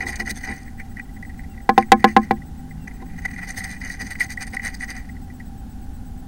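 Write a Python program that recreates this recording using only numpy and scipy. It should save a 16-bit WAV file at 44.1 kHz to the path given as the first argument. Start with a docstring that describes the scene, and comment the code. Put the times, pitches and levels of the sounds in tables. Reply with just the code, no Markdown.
"""Claws tick and dry stalks rustle as a small bird shuffles in a wooden nest box, right beside a tiny
microphone. Feathers and feet drag the nesting over the boards, and the bird's weight makes the box murmur.
Six hard pecks set the walls ringing and overload the microphone. From outside come a low rumble, a far
engine gathering speed and three faint whistles of another bird; the electronics add a thin pulsing whine."""
import sys
import numpy as np
from scipy import signal
from scipy.fft import rfft, irfft
from scipy.io import wavfile
from scipy.ndimage import uniform_filter1d

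SR = 44100
rng = np.random.default_rng(int(sys.argv[2]) if len(sys.argv) > 2 else 0)


def waveform_to_disk(signal):
    """Save audio, clipped to [-1, 1], as 16-bit WAV at the path in sys.argv[1]."""
    frames = np.transpose(np.atleast_2d(signal))
    scaled = np.clip(frames, -1, 1) * 32767
    samples = np.round(scaled).astype(np.int16)
    wavfile.write(sys.argv[1], SR, samples)


N = 276507
TIME = np.arange(N) / SR

# Modes of the wooden box. Each row: frequency in Hz, relative level in dB, seconds to die away by 60 dB.
BOX_MODES = [(224, -46, 0.24), (216.4, -9, 0.21), (248.4, -11.5, 0.14), (277, -39, 0.35),
             (344.7, -13.5, 0.15), (390, -45, 0.02), (487.5, -12.5, 0.06), (781, -4, .069), (800, -13, .03),
             (1054, -14, 0.074), (1130, -45, 0.13), (1270, -35.5, 0.096), (1480, -25.5, 0.072),
             (1629, -25.5, 0.053), (1700, -19, 0.071), (1981, -4, 0.027), (2190, -32, 0.083),
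             (2307, -14, 0.04), (2560, -57, 0.09), (2720, -28, 0.023), (3820, -13, 0.025),
             (5030, -15, .015)]
# Spectrum of dry stalks rubbing. Each row: frequency in Hz, relative level in dB.
FRICTION_SPECTRUM = [(400, -3), (1200, -6), (3200, -13), (4300, -0.5), (4900, -1.5), (5500, -2.5),
                     (6250, -7), (7200, -9.5), (7800, -10.5), (8550, 1), (9200, -3.5), (10200, -14.5),
                     (12500, -13.5), (16000, -27)]


def from_db(db):
    """Decibels as an amplitude factor."""
    return 10 ** (np.asarray(db) / 20)


def rms_one(x):
    """Scale a signal to rms 1."""
    return x / np.sqrt(np.mean(x ** 2) + 1e-20)


def coloured(x, spectrum):
    """Shape a texture with a spectrum of (Hz, dB) rows; rms 1."""
    hz, db = np.transpose(spectrum)
    bin_hz = np.maximum(np.arange(N // 2 + 1) * SR / N, 1)
    gain = from_db(np.interp(np.log(bin_hz), np.log(hz), db))
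    return rms_one(irfft(rfft(x) * gain, N))


def drift(per_s):
    """A random wander between points of spread 1."""
    knots = rng.standard_normal(4096)
    return np.interp(TIME * per_s, np.arange(len(knots)), knots)


def swell(t, peak_s):
    """A quick rise to 1 and a longer fall."""
    return t / peak_s * np.exp(1 - t / peak_s)


def ring(force, hz, t60):
    """One mode: a unit click starts a dying sine of height about 1."""
    r, w = from_db(-60 / (t60 * SR)), 2 * np.pi * hz / SR
    return signal.lfilter([0, np.sin(w)], [1, -2 * r * np.cos(w), r * r], force + 1e-18)


def resonance(x, hz, width_hz):
    """Band-pass with gain 1 at its peak."""
    r, w = np.exp(-np.pi * width_hz / SR), 2 * np.pi * hz / SR
    return signal.lfilter(np.array([1, 0, -1]) * (1 - r * r) / 2, [1, -2 * r * np.cos(w), r * r], x + 1e-18)


def add(track, s, sound):
    """Mix a short sound in at s seconds."""
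    i = max(round(s * SR), 0)
    track[i:i + len(sound)] += sound[:N - i]


def background(rumble_db=-34, hollow_db=-53):
    """Steady outdoor rumble and microphone hiss, with the hollow of the box humming along."""
    # Rumble and hiss. Each row: frequency in Hz, relative level in dB.
    floor_spectrum = [(15, 2.5), (35, 1.5), (62, 2), (90, -2.5), (130, -9.5), (250, -4), (320, -20),
                      (560, -32), (1200, -39), (1500, -31.5), (2300, -42.5), (8000, -44.5), (15500, -49)]
    rumble = coloured(rng.standard_normal(N), floor_spectrum)
    hollow = rms_one(resonance(rng.standard_normal(N), hz=783.3, width_hz=32))
    return from_db(rumble_db) * rumble + from_db(hollow_db) * hollow


def whine(start_s=0.055, period_s=0.12, on_s=0.034, on_db=(-63, -58), off_db=(-99, -82)):
    """Two thin tones from the microphone's electronics pulse about eight times a second."""
    # The two tones. 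Each entry: frequency in Hz.
    tones_hz = [8000, 15612]
    on = uniform_filter1d(1.0 * ((TIME - start_s) % period_s < on_s), size=60)
    levels = [on * from_db(high) + (1 - on) * from_db(low) for high, low in zip(on_db, off_db)]
    return sum(np.sqrt(2) * level * np.sin(2 * np.pi * hz * TIME) for hz, level in zip(tones_hz, levels))


def far_engine(third_db=-7.0, wobble=0.0085, flutter_db=2.5):
    """A distant engine speeds up; only its second and third harmonics get through the walls."""
    # The engine's climb. Each row: time in seconds, second harmonic in Hz, its level in dB.
    climb = [(1.901, 136, -52), (2.499, 152.6, -45.5), (3.102, 167, -41.5), (3.498, 180, -45),
             (3.999, 197.7, -49), (4.5, 220.9, -44), (5.0, 239.5, -50)]
    s, hz, db = np.transpose(climb)
    fundamental_hz = np.interp(TIME, s, hz) / 2 * (1 + wobble * drift(13))
    phase = 2 * np.pi * np.cumsum(fundamental_hz) / SR
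    level = from_db(np.interp(TIME, s, db, left=-100, right=-100) + flutter_db * drift(9.3))
    third_fade = np.interp(TIME, [3.3, 3.9], [1, 0])
    third = from_db(third_db) * third_fade * np.sin(3 * phase)
    return np.sqrt(2) * level * (np.sin(2 * phase) + third)


def far_bird():
    """A bird some way off whistles pure notes that swell and slide down, faint through the walls."""
    # Each row: start in seconds, length in seconds, first and last pitch in Hz, peak level in dB.
    whistles = [(1.487, 0.076, 2860, 2620, -58), (2.064, 0.1, 2900, 2620, -60),
                (2.758, 0.14, 2860, 2620, -59.5)]
    out = np.zeros(N)
    for s, length, start_hz, end_hz, db in whistles:
        hz = np.geomspace(start_hz, end_hz, int(length * SR))
        note = np.sin(2 * np.pi * np.cumsum(hz) / SR)
        add(out, s, from_db(db) * np.hanning(len(hz)) * note)
    return out


def box(force, colour_db, low_cut_hz=132):
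    """The walls ring in their modes, each raised or lowered by colour_db; so small a box has no deep bass."""
    modes = 0
    for (hz, db, t60), extra_db in zip(BOX_MODES, colour_db):
        polarity = -1 if 400 < hz < 920 else 1  # the middle modes swing against the rest
        modes = modes + polarity * from_db(db + extra_db) * ring(force, hz, t60)
    return signal.sosfilt(signal.butter(4, low_cut_hz, "high", fs=SR, output="sos"), modes)


def board(touch):
    """The thin board beside the microphone answers light touches, most strongly near 2 kHz."""
    # Board resonances. Each row: frequency in Hz, width in Hz, gain in dB.
    peaks = [(493, 32, -15.5), (763, 26.3, -1.5), (1513, 243, -9), (1921.6, 127, 9.5), (1995, 162, 8),
             (2195, 240, -6), (2408, 68, -4.5), (2620, 160, -22), (2927, 80, -16.5)]
    return sum((-1) ** k * from_db(db) * resonance(touch, hz, width)
               for k, (hz, width, db) in enumerate(peaks))


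def shoves():
    """The bird's weight shoves the nest against the floor; the soft, rough pushes make the box murmur."""
    # Each row: peak time in seconds, half length in seconds, level in dB, tilt in dB per octave.
    pushes = [(0.043, 0.082, -35.5, -2), (0.207, 0.025, -32.5, -4.5), (0.302, 0.032, -35.5, -13),
              (0.497, .028, -29.5, -1.5), (3.023, .008, -34.5, -3), (4.027, 0.024, -34.5, -8),
              (4.544, .012, -37.5, 0)]
    out, t = np.zeros(N), TIME[:SR // 3]
    octaves = np.log2(np.array(BOX_MODES)[:, 0] / BOX_MODES[0][0])
    for s, half_s, db, tilt_db in pushes:
        start = max(s - 2 * half_s, 0)
        push = np.exp(-((t + start - s) / half_s) ** 2)
        murmur = box(push * rng.standard_normal(len(t)), tilt_db * octaves)
        add(out, start, from_db(db) * rms_one(murmur) * np.sqrt(np.mean(push ** 2)))
    return out


def grains(per_s, spread_db, smooth):
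    """Tiny slips of uneven size over a share of smooth friction; rms 1."""
    sizes = from_db(spread_db * np.minimum(rng.exponential(1, N), 4)) * rng.choice([-1, 1], N)
    slips = rms_one(sizes * (rng.random(N) < per_s / SR))
    return rms_one(slips + smooth * rng.standard_normal(N))


def stalks(slips, wander_db=5.0, wander_per_s=60):
    """Each stalk takes its own part of every slip at its own pitch, so the stress wanders in the treble."""
    bands = []
    for hz in np.geomspace(3000, 14500, num=24):
        stalk = resonance(slips * rng.standard_normal(N), hz, width_hz=hz / 18)
        bands.append(stalk * from_db(wander_db * drift(wander_per_s)))
    return rms_one(sum(bands))


def stalk_colour(friction, turn_s=(3.9, 4.2)):
    """Broad friction with two narrow rings underfoot; their balance shifts as the bird turns round."""
    # Each row: frequency in Hz, nominal width in Hz, relative level in dB before and after the turn.
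    stalk_rings = [(4746, 280, -15.5, -10), (6260, 346, -4, -6.5)]
    rings = 0
    for hz, width, *db in stalk_rings:
        band = resonance(resonance(friction, hz, 2 * width), hz, 2 * width)
        rings = rings + from_db(np.interp(TIME, turn_s, db)) * rms_one(band)
    return rms_one(coloured(friction, FRICTION_SPECTRUM) + rings)


def light_brushes(per_s=35, half_s=0.01, spread_db=3.5, hiss_db=-12):
    """Small uneven moves, as strong as the bird is restless; rows like the firm strokes in rustle()."""
    # The bird's restlessness. Each row: time in seconds, level of the brushing in dB.
    restlessness = [(0.0, -32), (0.5, -43), (0.75, -58.5), (1.7, -61), (2.1, -40.5), (2.45, -64),
                    (3.1, -53.5), (3.22, -39.5), (3.5, -37), (3.92, -43.5), (4.5, -45.5), (4.95, -39.5),
                    (5.14, -58), (5.5, -82)]
    jitter, board_scatter, hiss_scatter = rng.standard_normal((512, 3)).T
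    s = (np.arange(len(jitter)) + 0.26 * jitter) / per_s
    db = np.interp(s, *np.transpose(restlessness))
    board_levels = db + spread_db * board_scatter
    hiss_levels = db + hiss_db + spread_db * hiss_scatter
    rows = np.transpose([s, np.full(len(s), half_s), board_levels, hiss_levels])
    return rows[s < restlessness[-1][0]]


def rustle(fall_to_rise=1.105, roundness=1.76, flutter_db=2.5, crackle_db=-10.0, crackle_from_hz=9000):
    """Feathers and feet drag stalks over the board at the microphone; the hardest strokes crackle on top."""
    # Each row: peak time in seconds, half length in seconds, board level in dB, hiss level in dB.
    firm_strokes = [(0.088, 0.017, -29, -31), (0.161, 0.0059, -48, -37), (0.204, 0.0091, -21.5, -32),
                    (0.28, 0.012, -26, -38), (0.304, 0.011, -27.5, -28.5), (0.372, 0.019, -38, -42.5),
                    (0.444, 0.01, -28, -38.5), (0.495, 0.041, -31, -46.5), (0.57, 0.07, -47.5, -53.5),
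                    (0.804, 0.015, -37, -60), (0.985, 0.014, -38.5, -63), (1.802, 0.028, -35.5, -49),
                    (2.083, 0.013, -29.5, -43.5), (2.235, 0.02, -39.5, -53), (2.88, 0.0046, -33.5, -46.5),
                    (3.256, 0.0051, -23.5, -38.5), (3.435, 0.033, -39, -51), (3.499, 0.019, -33.5, -39.5),
                    (3.581, 0.015, -30, -30.5), (3.647, .012, -29.5, -35), (3.712, 0.043, -36, -42.5),
                    (3.855, 0.031, -32.5, -43), (3.915, 0.032, -39, -41), (4.014, 0.017, -28.5, -37.5),
                    (4.072, 0.015, -37, -41.5), (4.116, 0.013, -29.5, -35.5), (4.222, 0.023, -27, -32),
                    (4.315, 0.018, -32.5, -34), (4.422, 0.017, -27, -35), (4.478, 0.009, -38.5, -41.5),
                    (4.543, 0.01, -27, -37), (4.662, 0.029, -25, -35.5), (4.747, 0.0086, -42, -36.5),
                    (4.832, 0.015, -29, -40.5), (4.905, 0.017, -29, -37.5), (4.97, 0.033, -36.5, -49)]
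    board_power, hiss_power = np.zeros(N), np.zeros(N)
    for s, half_s, board_db, hiss_db in [*firm_strokes, *light_brushes()]:
        near = slice(max(int((s - 0.2) * SR), 0), int((s + 0.2) * SR))
        t = TIME[near] - s
        width_s = half_s * np.where(t < 0, 1, fall_to_rise)
        power = np.exp(-2 * np.abs(t / width_s) ** roundness)  # roundness 1 is pointed, 2 a bell
        board_power[near] += from_db(board_db) ** 2 * power
        hiss_power[near] += from_db(hiss_db) ** 2 * power
    drag = grains(per_s=4000, spread_db=1.5, smooth=0.29)
    wood = np.sqrt(board_power) * rms_one(board(drag))
    slips = grains(per_s=1400, spread_db=3.5, smooth=0.55) * from_db(flutter_db * drift(200))
    hiss = np.sqrt(hiss_power) * stalk_colour(stalks(slips))
    treble = signal.sosfilt(signal.butter(2, crackle_from_hz, "high", fs=SR, output="sos"), slips)
    crackle = from_db(crackle_db) * hiss_power / np.sqrt(hiss_power.max()) * rms_one(treble)
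    return wood + hiss + crackle


def claws(level_db=-0.5, scrape_db=-24.0, again_db=-19.5, skid_share=0.35, grip_hz=1990):
    """A claw catches, skids at a pitch of its own, catches again more lightly, and rings the board."""
    # Claws on wood. Each row: start in seconds, relative peak level in dB, skid time in seconds.
    catches = [(0.005, -16, 0.0035), (0.019, -28, 0.0061), (0.064, -17, 0.0033), (0.52, -20.5, 0.0021),
               (0.674, -34.5, 0.0077), (0.797, -24, 0.0039), (0.967, -27.5, 0.0041), (0.995, -23, 0.0023),
               (1.164, -41, .006), (1.224, -28.5, 0.0046), (1.248, -32, 0.0016), (1.29, -35, 0.011),
               (1.39, -30, 0.0062), (1.433, -40, 0.0091), (1.574, -36, 0.0043), (1.601, -37.5, .003),
               (1.823, -20.5, 0.0033), (2.024, -36, 0.0028), (2.113, -32, 0.0042), (2.268, -40, 0.0032),
               (2.417, -35.5, 0.002), (2.707, -36.5, .004), (2.908, -36, .004), (3.252, -15.5, 0.0056),
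               (3.36, -26, 0.0036), (3.605, -22, 0.0015), (3.812, -25.5, 0.0052), (3.836, -23, 0.0018),
               (3.898, -19, 0.0026), (4.152, -25.5, 0.0022), (4.203, -8.5, 0.0063), (4.371, -18.5, 0.0039),
               (4.565, -14, 0.0031), (4.593, -21.5, 0.0012), (4.804, -23.5, .004), (5.087, -33, .007),
               (5.163, -39.5, 0.0037), (5.297, -38.5, 0.0075), (5.397, -32.5, 0.0073)]
    ticks, scrape, t = np.zeros(N), np.zeros(N), TIME[:SR // 12]
    delays_s = rng.uniform(0.0048, 0.013, len(catches))
    skids = rng.standard_normal((len(catches), len(t)))
    for (s, db, skid_s), delay_s, skid in zip(catches, delays_s, skids):
        rise_s = 0.44 * skid_s
        grip = swell(t, rise_s) + from_db(again_db) * swell(np.maximum(t - delay_s, 0), rise_s)
        force = (t == 0) + skid_share * skid * grip  # a click, then the rough skid
        pitch_hz = grip_hz * np.exp(0.026 * skid[-1])  # a little different for each catch
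        tick = board(resonance(force, pitch_hz, width_hz=400))
        add(ticks, s, from_db(db + level_db) * tick / np.abs(tick).max())
        add(scrape, s, from_db(db + scrape_db) * grip)
    return ticks + scrape * coloured(rng.standard_normal(N), FRICTION_SPECTRUM)


def pecks(level_db=5.0, crack_db=-22.0, crack_rise_s=0.0025):
    """Close up, the beak cracks on wood and rebounds; where it lands weights the low and upper modes."""
    # Each row: start in seconds, relative strength in dB, contact in seconds, low thump in dB,
    # upper wall ring in dB, rebound delay in seconds, rebound against the hit in dB.
    blows = [(1.6918, -5, 0.00049, -8, 6, 0.0038, -22), (1.7779, 1.5, 0.00075, -9.5, 2.5, 0.0027, -15.5),
             (1.919, 6, 0.00024, -10, 1, 0.0038, -20), (2.0427, 1, 0.00043, -5.5, 4.5, 0.0018, -18),
             (2.1651, -2.5, 0.00041, -3.5, 7.5, 0.00376, -9),
             (2.3092, -8.5, 0.00045, -3.5, -1.5, .0013, -35)]
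    # The splintery edge of a peck. Each row: frequency in Hz, relative level in dB.
    crack_spectrum = [(300, -28), (1200, -62), (2500, 6.5), (4500, 0.5), (7000, -14), (16000, -16.5)]
    knocks, crack, t = np.zeros(N), np.zeros(N), TIME[:SR // 3]
    hz = np.array(BOX_MODES)[:, 0]
    low, upper = hz < 400, (hz > 1000) & (hz < 1800)
    for s, db, contact_s, thump_db, wall_db, rebound_s, rebound_db in blows:
        hit = np.sin(np.pi * np.clip(t / contact_s, 0, 1)) ** 2
        rebound = np.sin(np.pi * np.clip((t - rebound_s) / contact_s, 0, 1)) ** 2
        force = (hit + from_db(rebound_db) * rebound) / hit.sum()
        colour_db = thump_db * low + wall_db * upper + rng.normal(0, 0.6, len(hz))
        add(knocks, s, from_db(level_db + db) * box(force, colour_db))
        add(crack, s, from_db(db + crack_db) * swell(t, crack_rise_s))
    return knocks + crack * coloured(rng.standard_normal(N), crack_spectrum)


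def scene():
    """One microphone inside the box: the bird close by, the world outside beyond the walls."""
    bird = pecks() + rustle() + claws() + shoves()
    return (bird + far_engine() + far_bird() + background() + whine())[None]


def record(dry):
    """The overloaded preamplifier flattens the pecks; a steep filter cuts the very top."""
    ceiling, hardness, cutoff_hz = 0.86, 14, 16200
    flattened = dry / (1 + np.abs(dry / ceiling) ** hardness) ** (1 / hardness)
    return signal.sosfilt(signal.ellip(10, 0.1, 80, cutoff_hz, fs=SR, output="sos"), flattened)


dry = scene()
out = record(dry)
waveform_to_disk(out)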